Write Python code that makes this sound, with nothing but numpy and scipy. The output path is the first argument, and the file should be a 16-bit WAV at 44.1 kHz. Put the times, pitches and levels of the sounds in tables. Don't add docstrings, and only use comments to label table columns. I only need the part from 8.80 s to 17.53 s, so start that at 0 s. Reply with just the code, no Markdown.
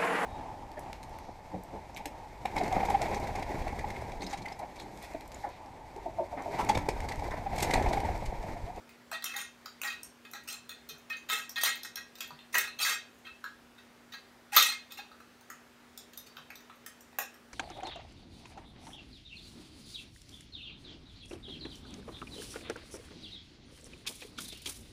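import sys
import numpy as np
from scipy import signal
from scipy.io import wavfile
from scipy.ndimage import uniform_filter1d

SR = 44100
rng = np.random.default_rng(int(sys.argv[2]) if len(sys.argv) > 2 else 0)


def elevation(decibels):
    levels = np.asarray(decibels, float)
    return 10 ** (levels / 20)


def master(y):
    cut = np.clip(np.atleast_2d(y).T, -1, 1)
    pcm = np.round(cut * 32767)
    wavfile.write(sys.argv[1], SR, pcm.astype(np.int16))


N = 384993

# f/Hz, density/dB per Hz
HISS_COLOUR = [(28, -41), (55, -6.5), (120, -12.5), (300, -7), (450, -8.5), (800, -11), (1700, -11.5),
               (2700, -17), (6000, -23.5), (10500, -30), (13000, -30.5), (15600, -32.5), (15900, -45),
               (17000, -68.5)]
# f/Hz, level/dB rms
HUM_TONES = [(119.5, -80), (240, -65), (397, -76)]
RIM_HZ = [1626, 1807, 1858, 1893, 2125, 2330, 2467, 2530, 2638, 2995, 3170, 3240, 3530, 3660, 3910, 3960,
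          4140, 4595]
RIM_DB = [-4, -35, -6, -0.5, -6.5, -21, -10.5, -1, -1, -15, -5, -2.5, -8.5, 3, -0.5, -36, 2.5, 2]
HOLLOW_HZ = [420, 660, 815, 960, 1150, 1282, 1330, 1400, 1450]
HOLLOW_DB = [-20.5, -22, -3, -9, -2, 7, 1.5, 2.5, 0]
SPOKE_HZ = [5050, 5319, 5520, 5701, 5990, 6347, 6557, 6961, 7343, 7465, 8147, 8500, 8755, 9232, 9800]
SPOKE_DB = [-5, -4.5, -0.5, -4, 0, 2.5, 0, 0, -4.5, -4.5, -1, -4.5, -3, -0.5, -4]
NIPPLE_HZ = [10500, 11180, 11760, 12540, 12890, 13150, 13680, 14200, 14440, 14900, 15270, 15550]
NIPPLE_DB = [-8, -3, 2, -11, 5, -22, -28, 12.5, -11, -12, -10, 1.5]
# t/s, rim wall level/dB, spoke over rim/dB, favoured f/Hz
TICKS = [(.092, -52.5, -7, 2120), (.423, -39, -14, 3080), (.4414, -37.5, 7, 3730), (.5644, -54, 18.5, 1800),
         (1.0154, -33, -4.5, 2400), (1.034, -31.5, -10, 2520), (1.2314, -63, 23.5, 8950),
         (1.5344, -39.5, -6, 2040), (1.8921, -39, -5.5, 1940), (2.4982, -29, -7.5, 1270),
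         (2.6934, -50, 11, 2550), (2.8344, -26, 2.5, 1480), (3.032, -42, 1.5, 4220),
         (3.1567, -39.5, 3.5, 4320), (3.3538, -49, -3.5, 4600), (3.3844, -52, -1.5, 2640),
         (3.4052, -35.5, -3, 2566), (3.5897, -47.5, -24, 2390), (3.7519, -22, -12, 1530),
         (6.12, -45, 0.5, 3655), (7.1756, -45, 3, 3870), (7.3332, -52, -2.5, 4610),
         (7.3746, -47.5, -3, 3520), (7.7029, -41.5, -14, 1550), (7.7548, -49.5, 0, 3680),
         (7.8047, -58, -4, 1880), (8.0621, -43.5, 1, 1600), (8.2074, -68.5, 17, 1680),
         (8.5415, -54, -3.5, 2130)]
# t/s, rim wall level/dB, spoke over rim/dB, favoured f/Hz
TAPS = [(.3144, -39.5, -3, 1550), (.8579, -40, -7.5, 3340), (3.5054, -49.5, -23, 870),
        (4.6404, -39, -14, 1620), (4.702, -68, -20, 1650), (6.3144, -56.5, -18, 808),
        (6.402, -54, -11, 1344), (6.6094, -64, 5, 907), (6.7006, -44.5, -1.5, 1910), (6.71, -55, -18, 1500),
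        (7.5677, -44.5, -10.5, 2900), (7.5818, -49.5, -19, 1540), (7.897, -53, -23, 940),
        (8.328, -57, -16, 1560)]
# t/s, rim wall level/dB, spoke over rim/dB, favoured f/Hz
KNOCKS = [
    (5.7632, -27.5, 5.5, 2460),
    (5.7655, -18, -9, 1310),
    (5.769, -13, -16, 4000),
    (8.3858, -30, -5.5, 1625),
    (8.393, -39.5, -15.5, 2690),
]
# t/s, nipple level/dB, spoke level/dB
CLICKS = [(0.614, -47, -42.5), (1.513, -49, -55), (1.6362, -60, -60), (1.7255, -46, -43), (2.089, -44, -56),
          (2.1809, -58, -63), (2.368, -59, -52.5), (2.586, -45, -43), (2.955, -43.5, -51),
          (3.475, -50, -64), (3.7821, -21, -33.5), (4.3464, -69, -71), (4.3863, -67, -70),
          (5.8244, -21, -27.5), (7.3746, -38, -50), (7.9578, -64, -74), (8.3866, -35.5, -51)]
# f/Hz, t60/s
ROOM_T60 = [(300, 0.33), (1000, 0.2), (3000, 0.36), (7000, 0.26), (15000, 0.13)]
# t/s, rim wall level/dB, spoke over rim/dB, favoured f/Hz
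RATTLES = [(.3242, -27.5, -12, 1460), (.3381, -29, -19, 1040), (.4544, -25.5, -13, 2900),
           (1.4471, -38, -15, 1780), (1.5512, -34, -12.5, 1290), (1.5724, -45, -22, 2530),
           (1.9036, -36.5, -23, 2650), (2.0896, -33, -4, 2930), (2.2975, -25.5, -14, 2490),
           (2.3257, -31.5, -22, 1770), (2.7597, -22.5, -15.5, 2500), (2.78, -25, -10, 1500),
           (2.8097, -25, -2, 2780), (3.0465, -31.5, -4, 1880), (3.169, -33, -13, 1676),
           (3.4117, -35, -12, 2330), (3.4387, -38, -18, 2380), (3.728, -37.5, 2, 2020),
           (3.7421, -17, -6.5, 1860), (4.4479, -36.5, -23, 2400), (4.4654, -32.5, -24, 1720),
           (4.6574, -47, -21, 1630), (4.9796, -41.5, -16, 1860), (5.3216, -34.5, -13, 3860),
           (5.3343, -31.5, -16, 1840), (6.104, -37.5, -12, 2550), (6.1724, -34, -6.5, 2600),
           (6.1883, -34, -16, 830), (7.4634, -42, -5, 4640), (8.41, -38, 2, 1450)]
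# start t/s, length/s, last rim wall level/dB, spoke over rim/dB, favoured f/Hz
SLIDES = [
    (.4894, 0.069, -26, -14, 1890),
    (2.488, .04, -19, -6.5, 2170),
    (3.988, 0.036, -17.5, -5, 2630),
    (5.7215, 0.032, -20, -5, 1890),
]
# start t/s, length/s, first rim wall level/dB, spoke over rim/dB, favoured f/Hz
CLATTERS = [(.5756, 0.034, -29.5, -6, 1880), (1.0462, 0.074, -23.5, -9, 1740),
            (1.6763, .06, -30, -0.5, 2640), (2.55, 0.066, -28.5, -5, 1720), (2.8449, 0.04, -18, -4, 1940),
            (2.9028, 0.054, -32.5, -13, 2200), (3.7744, 0.097, -19.5, -6.5, 1700),
            (4.0478, .035, -20, -4, 1554), (4.0913, 0.047, -21.5, -4, 1480),
            (5.776, 0.029, -14.5, -3, 3010), (5.8229, 0.094, -15.5, -2.5, 2120)]
# t/s, level/dB rms, f/Hz, t60/s
PINGS = [(.325, -38.5, 675, 0.066), (.55, -48.5, 815, 0.16), (1.045, -46, 822, 0.15),
         (1.545, -43, 815, 0.04), (2.105, -53.5, 434, 0.09), (2.304, -38.5, 1832, 0.17),
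         (2.301, -46.5, 2530, 0.29), (2.498, -37.5, 1283, 0.3), (2.521, -51, 436, 0.12),
         (2.762, -38.5, 1860, 0.51), (3.164, -48.5, 1624, 0.22), (3.506, -46, 973, 0.056),
         (3.749, -31.5, 982, 0.051), (3.752, -51.5, 408, 0.14), (4.644, -38, 1660, 0.077),
         (5.334, -65, 3890, 0.065), (5.725, -39, 819, 0.23), (6.188, -45.5, 821, 0.088)]
# t/s, level/dB, f/Hz
BUMPS = [
    (0.597, -65, 214),
    (2.121, -60, 151),
    (2.529, -69, 220),
    (3.517, -57, 149),
    (3.759, -69, 214),
    (5.765, -51.5, 302),
    (5.769, -58, 157.4),
    (7.58, -61, 149),
]


def evened(x):
    return x / np.sqrt(np.mean(x ** 2) + 1e-20)


def add(mix, s, sound):
    part = mix[round(s * SR):][:len(sound)]
    part += sound[:len(part)]


def read(points, hz):
    f, value = np.transpose(points)
    return np.interp(np.log(hz + 1), np.log(f + 1), value)


def drift(per_s):
    return np.interp(np.arange(N) / SR * per_s, np.arange(400), rng.standard_normal(400))


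def hiss():
    frames, hz = N // 512 + 5, np.fft.rfftfreq(2048, 1 / SR)
    real, imag, patches = rng.standard_normal((frames, 1025, 3)).T
    patches = uniform_filter1d(uniform_filter1d(patches, 20, 0), 10, 1)
    level_db = read(HISS_COLOUR, hz)[:, None] + 1.2 * evened(patches)
    z = (real + 1j * imag) * elevation(level_db)
    return elevation(-60) * evened(signal.istft(z, nperseg=2048, noverlap=1536)[1][:N])


def hum():
    out = np.zeros(N)
    for hz, db in HUM_TONES:
        level = elevation(db + 2.5 + 1.2 * drift(12.0))
        phase = 2 * np.pi * np.cumsum(hz + 1.13 * drift(14)) / SR
        out += level * np.sin(phase)
    return out


def struck(hz, db, t60, favoured_hz, crack_db):
    hz, t, count = np.array(hz), np.arange(4096) / SR, len(favoured_hz)
    waves = np.sin(2 * np.pi * hz[:, None] * t)
    luck = rng.standard_normal((count, 2, len(hz)))
    away = np.log(hz / favoured_hz[:, None])
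    favour_db = 6 * np.exp(-(away / .025) ** 2) - 13 * np.minimum(abs(away), 1)
    share = elevation(db + 4.0 * luck[:, 0] + favour_db) * np.sign(luck[:, 1])
    mode_t60 = max(t60, .01) * (hz.min() / hz[:, None]) ** 0.093
    ring = share @ (waves * elevation(-60 * t / mode_t60))
    ring *= 1 - np.exp(-t / 0.0007)
    scuff = rng.standard_normal((count, 512)) * np.exp(-t[:512] / 0.0028)
    blunt_t60 = .012 * (2000 / hz[:, None]) ** .5
    thump = share @ (waves * elevation(-60 * t / blunt_t60))
    crack = signal.fftconvolve(thump, scuff, axes=1)[:, :4096]
    ring /= ring[:, :200].std(1)[:, None]
    crack /= crack[:, :200].std(1)[:, None]
    return ring + elevation(crack_db) * crack


def bounces(count, swell, per_s):
    t, chance = np.arange(2048) / SR, rng.random((count, 2048, 3))
    hits = chance[..., 0] < per_s / SR
    force = elevation(-3 * np.log(chance[..., 1] + 1e-9))
    side = np.sign(chance[..., 2] - .5)
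    return hits * force * side * (t / swell * np.exp(1 - t / swell)) ** 2


def parts_of(rows, hollow_db, nipple_db):
    s, db, spoke_db, hz = np.transpose(rows)
    hollow = db + hollow_db - 3.5 * np.log2(hz / 2000)
    nipple = db + 0.87 * spoke_db + nipple_db
    return np.transpose([s, db, hollow, db + spoke_db, nipple, hz])


def wheel(rows, t60s, runs, boost_db, blunt_db, size):
    rows, out = np.array(rows), np.zeros(N)
    modes_hz = [RIM_HZ, HOLLOW_HZ, SPOKE_HZ, NIPPLE_HZ]
    modes_db = [RIM_DB, HOLLOW_DB, SPOKE_DB, NIPPLE_DB]
    cracks_db = [0.23, 2.4, 4.1, 2.0]
    rings = np.array([struck(hz, db, t60, rows[:, 5], crack_db + blunt_db)
                      for hz, db, t60, crack_db in zip(modes_hz, modes_db, t60s, cracks_db)])
    rings = signal.fftconvolve(rings, runs[None], axes=2)
    rings /= np.sqrt(uniform_filter1d(rings[..., :2048] ** 2, size).max(2))[..., None]
    levels = elevation(rows[:, 1:5].T + boost_db)[..., None]
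    for s, sound in zip(rows[:, 0], (levels * rings).sum(0)):
        add(out, s, sound)
    return out


def thin_hoop(x):
    return signal.sosfilt(signal.butter(4, 520, "highpass", fs=SR, output="sos"), x)


def ticks():
    blows = [*parts_of(TICKS, -10, 0), *parts_of(TAPS, 2.6, -1.5), *parts_of(KNOCKS, -2, 8.7)]
    blows += [(s, -120, -120, spoke_db + 2.5, nipple_db, 2000) for s, nipple_db, spoke_db in CLICKS]
    held_t60 = [0.0495, 0.053, 0.067, 0.04]
    skid_s = .0005
    skids = bounces(len(blows), skid_s, 9000)[:, :400]
    out = wheel(blows, held_t60, skids, boost_db=-3.0, blunt_db=3.5, size=200)
    return thin_hoop(np.roll(out, -round(skid_s / 2 * SR)))


def room(x):
    taps = np.zeros((3, SR // 2))
    at = np.arange(200, SR // 2 - 20, 20) + rng.integers(0, 20, (3, (SR // 2 - 201) // 20))
    np.put_along_axis(taps, at, rng.choice([-1., 1.], at.shape), 1)
    hz, t, z = signal.stft(taps, SR, nperseg=256)
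    decay = elevation(-60 * t / read(ROOM_T60, hz)[:, None])
    tails = signal.istft(z * decay, SR, nperseg=256)[1]
    cycles = np.arange(N) / SR * 7 + np.arange(3)[:, None] / 3
    turns = np.sqrt(2 / 3) * np.cos(2 * np.pi * cycles)
    return signal.fftconvolve(x * turns, tails / np.linalg.norm(tails[0]), axes=1)[:, :N].sum(0)


def runs_of(rows, gain_db, spoke_gain_db, db_per_s, spoke_db_per_s):
    s, length, db, spoke_db, hz = np.transpose(rows)[..., None]
    u = np.linspace(0, 1, 4)
    stray = np.exp(.08 * rng.standard_normal((len(rows), 4)))
    level = db + gain_db * (u - 1) + db_per_s * u * length
    bright = spoke_db + spoke_gain_db * (u - 1) + spoke_db_per_s * u * length
    return np.transpose([c.ravel() for c in (s + u * length, level, bright, hz * stray)])


def rattles():
    slides = runs_of(SLIDES, gain_db=7.5, spoke_gain_db=1.5, db_per_s=0, spoke_db_per_s=0)
    clatters = runs_of(CLATTERS, gain_db=0, spoke_gain_db=0, db_per_s=-110, spoke_db_per_s=-87)
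    blows = parts_of([*RATTLES, *slides, *clatters], hollow_db=-9.5, nipple_db=-4.5)
    free_t60 = [0.12, 0.16, 0.12, .045]
    runs = bounces(len(blows), 0.0079, 2500)
    out = wheel(blows, free_t60, runs, boost_db=-13, blunt_db=0.773, size=400)
    return thin_hoop(np.roll(out, -round(.004 * SR)))


def pings():
    t, out = np.arange(12000) / SR, np.zeros(N)
    for s, db, hz, t60 in PINGS:
        decay = elevation(db + 7.5 - 60 * t / max(t60, .02))
        swell = 1 - np.exp(-t / 0.0054)
        add(out, s, decay * swell * np.sin(2 * np.pi * hz * t))
    return out


def bumps():
    t, out = np.arange(8192) / SR, np.zeros(N)
    puff = t / .025 * np.exp(1 - t / 0.016)
    for s, db, hz in BUMPS:
        add(out, s, elevation(db + 5.0) * np.sin(2 * np.pi * hz * t) * puff)
    return out


def scene():
    quiet = hiss() + hum()
    held = ticks()
    free = rattles() + pings()
    echo = room(elevation(-1.5) * held + elevation(-5) * free)
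    return (quiet + held + free + echo + bumps())[None]


def roll_off(x):
    return signal.sosfilt(signal.butter(12, 17010, fs=SR, output="sos"), x)


def record(dry):
    lowpass = signal.firwin(401, 15850, window=("kaiser", 9), fs=SR)[None]
    top = dry - signal.oaconvolve(dry, lowpass, "same")
    power = uniform_filter1d(top ** 2, 256)
    earlier = np.roll(uniform_filter1d(power, 1024), 700)
    sharp = power > 220 * earlier + elevation(-150)
    gate = uniform_filter1d(sharp * 1., 256)
    return roll_off(dry - top * (1 - gate))


dry = scene()
out = record(dry)
master(out)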